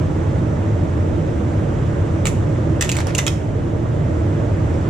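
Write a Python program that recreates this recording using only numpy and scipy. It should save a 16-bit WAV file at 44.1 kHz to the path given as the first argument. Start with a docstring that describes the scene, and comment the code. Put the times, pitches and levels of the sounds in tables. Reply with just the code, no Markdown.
"""Electrical contactors in a row snap shut under a rail car over a pit: one, then a quick run.
Each closing is four blows: noisy chatter drives decaying sines of armature, contacts, bracket and frame.
Loose levers rattle as clumped noise, springs ring as a beating sine, the pit returns sparse echoes.
Ventilation is steady coloured noise; a microphone with two ports ducks after loud snaps.
"""
import sys
import numpy as np
from scipy import signal
from scipy.fft import rfft, irfft
from scipy.io import wavfile
from scipy.ndimage import uniform_filter1d

SR = 44100
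rng = np.random.default_rng(int(sys.argv[2]) if len(sys.argv) > 2 else 0)


def wav_out(sig):
    """Save sig, one row per channel (or a flat mono array), as 16-bit PCM at SR to the path in sys.argv[1]."""
    wavfile.write(sys.argv[1], SR, np.round(np.clip(np.atleast_2d(sig).T, -1, 1) * 32767).astype(np.int16))


N = 215770

# Closings: (touch time [s], touch level [dB], armature [Hz], contact [Hz], low knock [dB], bracket [Hz],
#  bracket level [dB], touch rise [ms], touch chatter decay [ms], touch brightness [dB],
#  wipe re seating [dB], seating delay [ms], seating level [dB], seating armature [Hz],
#  seating contact [Hz], seating brightness [dB], seating chatter decay [ms],
#  rebound delay after seating [ms], rebound re seating [dB])
CLOSINGS = [(2.2540, -16, 2340, 7350, -2.5, 1270, 5, 0.48, 9.5, -4, -5, 12.3, -16.5, 2160, 7000, 2, 12.6, 13, -17),
            (2.8083, -12, 1910, 7450, -6, 5900, -0.5, 1.8, 8.3, 0, -6.5, 12.5, -12, 1890, 6900, -5.5, 11, 22, -11),
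            (2.8914, -11.5, 2740, 7230, -11, 2360, 2.5, 0.47, 5.7, -4, -3.5, 5, -18, 2720, 7250, -5, 4.5, 13, -16),
            (2.916, -13, 2210, 6800, -6, 4830, -1, .6, 4.1, 2.5, -5, 7.3, -19, 2580, 7440, 1, 4, 4.7, -13),
            (3.148, -13.5, 2760, 6640, -12.5, 8500, -0.5, 2.2, 4.9, -1, 4, 5.4, -31, 2620, 6500, 1.5, 7.2, 8.9, -7),
            (3.1800, -13, 2620, 6500, -1, 1500, -4, 1.9, 7.8, 7.5, -6.5, 6.0, -10.5, 2010, 6000, -3.5, 7.7, 11, -15),
            (3.2654, -10, 3250, 6700, 1.5, 2460, -2.5, 0.97, 2.9, 4.5, -4, 11.7, -10.5, 3250, 5400, -0.5, 4.4, 9.2, -18)]
# Single ticks of smaller parts: (time [s], level [dB], armature [Hz], contact [Hz], brightness [dB],
#  chatter decay [ms], low knock [dB], bracket [Hz], bracket level [dB])
SMALL_TICKS = [(2.9530, -25.5, 3000, 6500, 3, 6, 10, 4500, 5),
               (2.9668, -18, 2270, 7640, 2, 8.3, -7.5, 2500, 0),
               (2.9860, -19.5, 2150, 5700, 2, 15, 15, 4220, 10.5),
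               (3.003, -21, 2200, 7700, 1, 6, 10.5, 3520, -1.5),
               (3.0185, -29.5, 2210, 6800, -5.5, 6, 11, 3520, -1),
               (3.0685, -20.5, 1600, 5770, 2.5, 14, 17, 9600, 2),
               (3.0880, -37, 2190, 5760, 0, 6.7, 10, 3570, 2)]
# Shared steel frame modes: (frequency [Hz], relative level [dB], t60 [s])
FRAME_MODES = [(900, -25, 0.033), (1360, -8, 0.013), (1850, -10, 0.068), (2590, -5, 0.033),
               (2850, -9, 0.018), (3570, -10, 0.027), (6100, -8.5, .012), (6750, -7, .025),
               (7400, -7, 0.027), (7650, -9, 0.018)]
# Broadband colour of a blow: (frequency [Hz], relative density [dB])
CRACK_COLOUR = [(400, -44.5), (700, -10), (1500, -6.5), (1900, -1), (3400, 2.5), (4200, -2.5), (5200, -5),
                (6100, -1), (7700, 1), (8300, -8.5), (9000, -11), (10200, -10), (11500, -23),
                (12600, -11.5), (13400, -22), (14900, -25), (15800, -33)]
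# Linkage rattle envelope: (time [s], level [dB])
RATTLE_LEVEL = [(2.812, -37), (2.85, -34), (2.88, -32.5), (2.91, -45), (2.96, -32), (3.019, -31),
                (3.05, -45), (3.09, -29), (3.13, -40), (3.2, -32.5), (3.36, -64)]
# Linkage colour: (frequency [Hz], relative density [dB])
LINKAGE_COLOUR = [(500, -32), (900, 5.5), (1500, 1), (2000, -3.5), (2270, 0.5), (2550, -6), (4300, -11.5),
                  (7000, -15), (11000, -30), (15800, -44)]
# Contact spring rings: (time [s], level before rise and beat [dB], t60 [s])
SPRING_RINGS = [(2.2548, -32, 0.054), (2.2667, -31, 0.12), (2.811, -21, 0.04)]
# Pit decay: (frequency [Hz], t60 [s])
PIT_T60 = [(800, 0.053), (2000, 0.43), (4000, 0.36), (7000, 0.38), (11000, 0.34), (16000, 0.24)]
# Pit reflection colour: (frequency [Hz], relative level [dB])
PIT_COLOUR = [(600, -3), (2000, 0), (3400, -0.5), (4800, 1), (6500, 0), (7700, -1), (10000, 4),
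              (15000, -0.7)]
# Duct rumble colour: (frequency [Hz], relative density [dB])
RUMBLE_COLOUR = [(12, -42.5), (22, -25), (45, -10.5), (70, -10.5), (80, 2.5), (115, -1), (128, -6),
                 (152, -2), (175, -10), (255, -13.5), (310, -9), (335, -10), (400, -20), (450, -16.5),
                 (500, -20.5), (590, -16.5), (700, -25), (1000, -31.5), (1500, -110)]
# Air rush colour: (frequency [Hz], relative density [dB])
HISS_COLOUR = [(500, -38), (850, -3.5), (1200, -4), (2000, -10.5), (2300, -15), (3600, -21.5), (4200, -27),
               (4900, -28.5), (5600, -24.5), (7500, -25), (8200, -29.5), (11000, -42), (14500, -54),
               (15800, -55)]
# Likeness of the two ports: (frequency [Hz], correlation [-1..1])
PORT_LIKENESS = [(60, 0.99), (200, 0.94), (400, 0.8), (700, 0.26), (1200, 0.11), (2500, 0.51), (4500, 0.59),
                 (7000, 0.12), (12000, 0.24)]
# Phase between ports: (frequency [Hz], left lead [rad])
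PORT_LEAD = [(0, 0), (600, -.2), (1030, 2.1), (2760, .4), (3880, .6), (5080, -.6), (7840, -1.6),
             (12000, -1.4)]
# Balance between ports: (frequency [Hz], left re right [dB])
PORT_BALANCE = [(60, 2), (120, -1.5), (240, -0.5), (480, -10.5), (950, -4), (1890, -2), (3770, -3.5),
                (7520, -2.5), (15000, 3)]

STRAY_SHARE = .06  # random pitch spread of wipe and rebound around the closing's own pitches
WIPE_AT_SHARE, WIPE_CHATTER_MS, WIPE_BRIGHT_DB = 0.43, 6, -0.5  # position as share of seating delay
SETTLE_CHATTER_MS, SETTLE_BRIGHT_DB = 11, -1
LATER_RISE_MS, TICK_RISE_MS = 2, .45  # blows after the touch; small ticks
STRIKE_RATIO, CRACK_DB = 1.1, -3.5  # firm strike re chatter envelope norm; broad crack
DETUNE_SHARE = .015  # random pitch spread of the frame modes, drawn for every blow
SPRING_HZ, SPRING_BEAT_HZ, SPRING_RISE_S = 10020, 45, 0.003
ECHO_DB, ECHO_TURN_HZ = -11.0, 5.3
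RUMBLE_DB, HISS_DB = -17.5, -37
BASS_HZ, BASS_SQUEEZE = 420, .2  # share of each dB taken back
DUCK_ABOVE_DB, DUCK_SHARE, DETECTOR_FALL_DB_PER_S = -25.0, 0.37, 6.6
CLIP_KNEE, CLIP_SPAN = .55, .25
EDGE_HZ = 15900


def gain_of(db):
    """Converts decibels to an amplitude factor."""
    return 10 ** (np.asarray(db) / 20)


def evened(x):
    """Scales to rms 1."""
    return x / np.sqrt(np.mean(x ** 2) + 1e-20)


def read(points, hz):
    """Interpolates linearly on a log-frequency axis."""
    f, value = np.transpose(points)
    return np.interp(np.log(hz + 1), np.log(f + 1), value)


def paired(x):
    """Mixes two unrelated signals to the port correlation of a spread source."""
    same = np.clip(read(PORT_LIKENESS, np.fft.rfftfreq(x.shape[1], 1 / SR)), -1, 1)
    a, b = rfft(x)
    right = same * a + np.sqrt(1 - same ** 2) * b
    return irfft(np.array([a, right]), x.shape[1])


def contactors():
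    """Sums all closings and small ticks, each blow at its moment."""
    out = np.zeros((2, N))
    blows = [row for closing in CLOSINGS for row in snap(*closing)]
    blows += [(*tick, TICK_RISE_MS) for tick in SMALL_TICKS]
    for time_s, *row in blows:
        sound = blow(*row)
        start = round(time_s * SR)
        out[:, start:start + sound.shape[1]] += sound
    return out


def snap(touch_s, touch_db, armature_hz, contact_hz, knock_db, bracket_hz, bracket_db, rise_ms,
         touch_ms, touch_bright_db, wipe_db, delay_ms, seat_db, seat_hz, seat_contact_hz,
         seat_bright_db, seat_ms, settle_ms, settle_db):
    """One closing: contacts touch, wipe (slide), seat, then rebound once."""
    pitches_hz = np.array([[armature_hz, seat_hz], [contact_hz, seat_contact_hz]])
    armature, contact = pitches_hz * (1 + STRAY_SHARE * rng.standard_normal((2, 2)))
    seat_s = touch_s + delay_ms / 1000
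    settle_s = seat_s + settle_ms / 1000
    wipe_s = touch_s + WIPE_AT_SHARE * (seat_s - touch_s)
    mount = knock_db, bracket_hz, bracket_db
    return [(touch_s, touch_db, armature_hz, contact_hz, touch_bright_db, touch_ms, *mount, rise_ms),
            (wipe_s, seat_db + wipe_db, armature[0], contact[0],
             WIPE_BRIGHT_DB, WIPE_CHATTER_MS, *mount, LATER_RISE_MS),
            (seat_s, seat_db, seat_hz, seat_contact_hz, seat_bright_db, seat_ms, *mount, LATER_RISE_MS),
            (settle_s, seat_db + settle_db, armature[1], contact[1],
             SETTLE_BRIGHT_DB, SETTLE_CHATTER_MS, *mount, LATER_RISE_MS)]


def blow(db, armature_hz, contact_hz, bright_db, chatter_ms, knock_db, bracket_hz, bracket_db, rise_ms):
    """Dense micro-impacts, rising fast and dying, ring armature, contacts, bracket and frame."""
    t = np.arange(8192) / SR
    rise = 1 - np.exp(-1000 * t / max(rise_ms, .2))
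    shape = rise * np.exp(-1000 * t / max(chatter_ms, 1))
    clumps = gain_of(2.2 * evened(uniform_filter1d(rng.standard_normal(len(t)), size=50)))
    # Axis 0: one patter cracks, the other drives the rings; axis 1: two signals to pair.
    chatter = rng.standard_normal((2, 2, len(t))) * clumps * shape
    chatter[1, :, shape.argmax()] += STRIKE_RATIO * np.linalg.norm(shape)
    crack, clank = rfft(chatter)

    hz = np.fft.rfftfreq(len(t), 1 / SR)
    treble = gain_of(bright_db / (1 + (4500 / (hz + 1)) ** 6))  # shelf above 4500 Hz
    knock = gain_of(knock_db / (1 + (hz / (0.82 * armature_hz)) ** 6))  # shelf below the armature
    own = gain_of(7.0) * ring(armature_hz, .013, t)
    own = own + gain_of(6.0) * ring(contact_hz, .006, t)
    own = own + gain_of(bracket_db) * ring(bracket_hz, .009, t)
    rings = own + gain_of(2.5) * frame(t)

    body = gain_of(CRACK_DB) * crack * evened(gain_of(read(CRACK_COLOUR, hz))) + clank * rfft(rings)
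    sound = paired(irfft(treble * knock * body, len(t)))
    # Same force whatever the patter drawn.
    strength = np.linalg.norm(shape) / np.linalg.norm(sound) / shape.max()
    fade_out = np.minimum((t[-1] - t) / .05, 1)
    return gain_of(db) * strength * sound * fade_out


def frame(t):
    """Steel frame modes; every blow meets another spot, so mode levels vary, and pitches stray slightly."""
    spots_db = rng.normal(0, 1.8, len(FRAME_MODES))
    out = 0
    for (mode_hz, level_db, t60), spot_db in zip(FRAME_MODES, spots_db):
        out = out + gain_of(level_db + spot_db) * ring(mode_hz * rng.normal(1, DETUNE_SHARE), t60, t)
    return out


def ring(hz, t60, t):
    """Decaying sine scaled so that its energy hardly depends on t60."""
    return np.sin(2 * np.pi * hz * t) * gain_of(-60 * t / t60) / np.sqrt(t60 * SR)


def linkage():
    """Loose levers rattle densely and unevenly: clumped, coloured noise."""
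    time_s, level_db = np.transpose(RATTLE_LEVEL)
    t = np.arange(N) / SR
    noise = rng.standard_normal((2, N))
    clumps = gain_of(3.2 * evened(uniform_filter1d(rng.standard_normal(N), size=60)))
    colour = gain_of(read(LINKAGE_COLOUR, np.fft.rfftfreq(N, 1 / SR)))
    coloured = irfft(rfft(noise * clumps) * colour, N)
    active = (t > time_s[0]) & (t < time_s[-1])
    return evened(paired(coloured)) * gain_of(np.interp(t, time_s, level_db)) * active


def springs():
    """Contact springs ring thinly after some blows: a decaying, beating sine."""
    out, t = np.zeros((2, N)), np.arange(N) / SR
    for time_s, db, t60 in SPRING_RINGS:
        since = np.maximum(t - time_s, 0)
        phase = rng.uniform(0, 2 * np.pi)
        beat = 1 + .4 * np.cos(2 * np.pi * SPRING_BEAT_HZ * since)
        envelope = gain_of(db - 60 * since / t60) * (1 - np.exp(-since / SPRING_RISE_S))
        out += envelope * beat * np.sin(2 * np.pi * SPRING_HZ * t + phase)
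    return out


def pit(x):
    """Sparse echoes of random sign off car floor and pit walls, each band with its own decay."""
    taps = np.zeros((2, SR // 2))
    at = np.arange(200, SR // 2 - 20, 20)
    at = at + rng.integers(0, 20, (2, len(at)))
    np.put_along_axis(taps, at, rng.choice([-1., 1.], at.shape), 1)
    hz, t, z = signal.stft(paired(taps), SR, nperseg=256)
    decay_db = read(PIT_COLOUR, hz)[:, None] - 60 * t / read(PIT_T60, hz)[:, None]
    tail = signal.istft(z * gain_of(decay_db), SR, nperseg=256)[1]
    return signal.fftconvolve(x, tail / np.linalg.norm(tail[0]), axes=1)[:, :N]


def ventilation():
    """Deep duct rumble plus a thin, even rush of air."""
    rumble = gain_of(RUMBLE_DB) * air(RUMBLE_COLOUR, patchy_db=.2, swell_db=.2, size=4096)
    return rumble + gain_of(HISS_DB) * air(HISS_COLOUR, patchy_db=.9, swell_db=.35, size=512)


def air(spectrum, patchy_db, swell_db, size):
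    """Coloured noise with drifting time-frequency patches and a common swell."""
    hop = size // 4
    frames, hz = N // hop + 5, np.fft.rfftfreq(size, 1 / SR)
    a, b, c, d, patches = rng.standard_normal((frames, len(hz), 5)).T
    patches = evened(uniform_filter1d(uniform_filter1d(patches, size=10, axis=0), size=8, axis=1))
    t = np.arange(frames) * hop / SR
    swell = evened(sum(np.sin(2 * np.pi * (f * t + rng.random())) / np.sqrt(f)
                       for f in np.geomspace(.3, 5, num=20)))
    level_db = read(spectrum, hz)[:, None] + patchy_db * patches + swell_db * swell
    z = np.array([a + 1j * b, c + 1j * d]) * gain_of(level_db)
    noise = signal.istft(z, nperseg=size, noverlap=size - hop)[1][:, :N]
    return evened(paired(noise))


def scene():
    """Contactors and linkage with pit echo, plus springs and ventilation."""
    gear = contactors() + linkage()
    # Turning between two random echo patterns over time, so the tail's colour keeps shifting.
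    turn = 2 * np.pi * ECHO_TURN_HZ * np.arange(N) / SR
    echo = pit(gear * np.cos(turn)) + pit(gear * np.sin(turn))
    return gear + gain_of(ECHO_DB) * echo + springs() + ventilation()


def squeezed(x):
    """Quick bass compressor: turns surges down and sags up, keeping the bass rms."""
    bass = irfft(rfft(x) / (1 + (np.fft.rfftfreq(N, 1 / SR) / BASS_HZ) ** 4), N)
    power = uniform_filter1d(uniform_filter1d((bass ** 2).mean(0), size=300), size=300) + 1e-4
    even = bass / power ** (BASS_SQUEEZE / 2)
    return x - bass + even * np.linalg.norm(bass) / np.linalg.norm(even)


def record(dry):
    """Port phase and balance, bass compression, treble-led ducking, soft overload, band limit."""
    hz = np.fft.rfftfreq(N, 1 / SR)
    shift = gain_of(read(PORT_BALANCE, hz) / 2) * np.exp(.5j * read(PORT_LEAD, hz))
    ports = irfft(rfft(dry) * np.array([shift, 1 / shift]), N)

    # Differencing weights the detector to treble; peaks hold, then fall at a set rate.
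    treble_power = uniform_filter1d((np.diff(ports, prepend=0) ** 2).mean(0), size=900)
    power_db = 10 * np.log10(abs(treble_power) + 1e-12)
    fall_db = np.arange(N) * DETECTOR_FALL_DB_PER_S / SR
    held_db = np.maximum.accumulate(power_db + fall_db) - fall_db
    over_db = np.maximum(held_db - DUCK_ABOVE_DB, 0)
    ducked = squeezed(ports) / gain_of(DUCK_SHARE * uniform_filter1d(over_db, size=400))

    over = np.maximum(abs(ducked) - CLIP_KNEE, 0)
    rounded = ducked - np.sign(ducked) * (over - CLIP_SPAN * np.tanh(over / CLIP_SPAN))
    lowpass = signal.firwin(511, EDGE_HZ, window=("kaiser", 9), fs=SR)
    return signal.oaconvolve(rounded, lowpass[None], "same")


dry = scene()
out = record(dry)
wav_out(out)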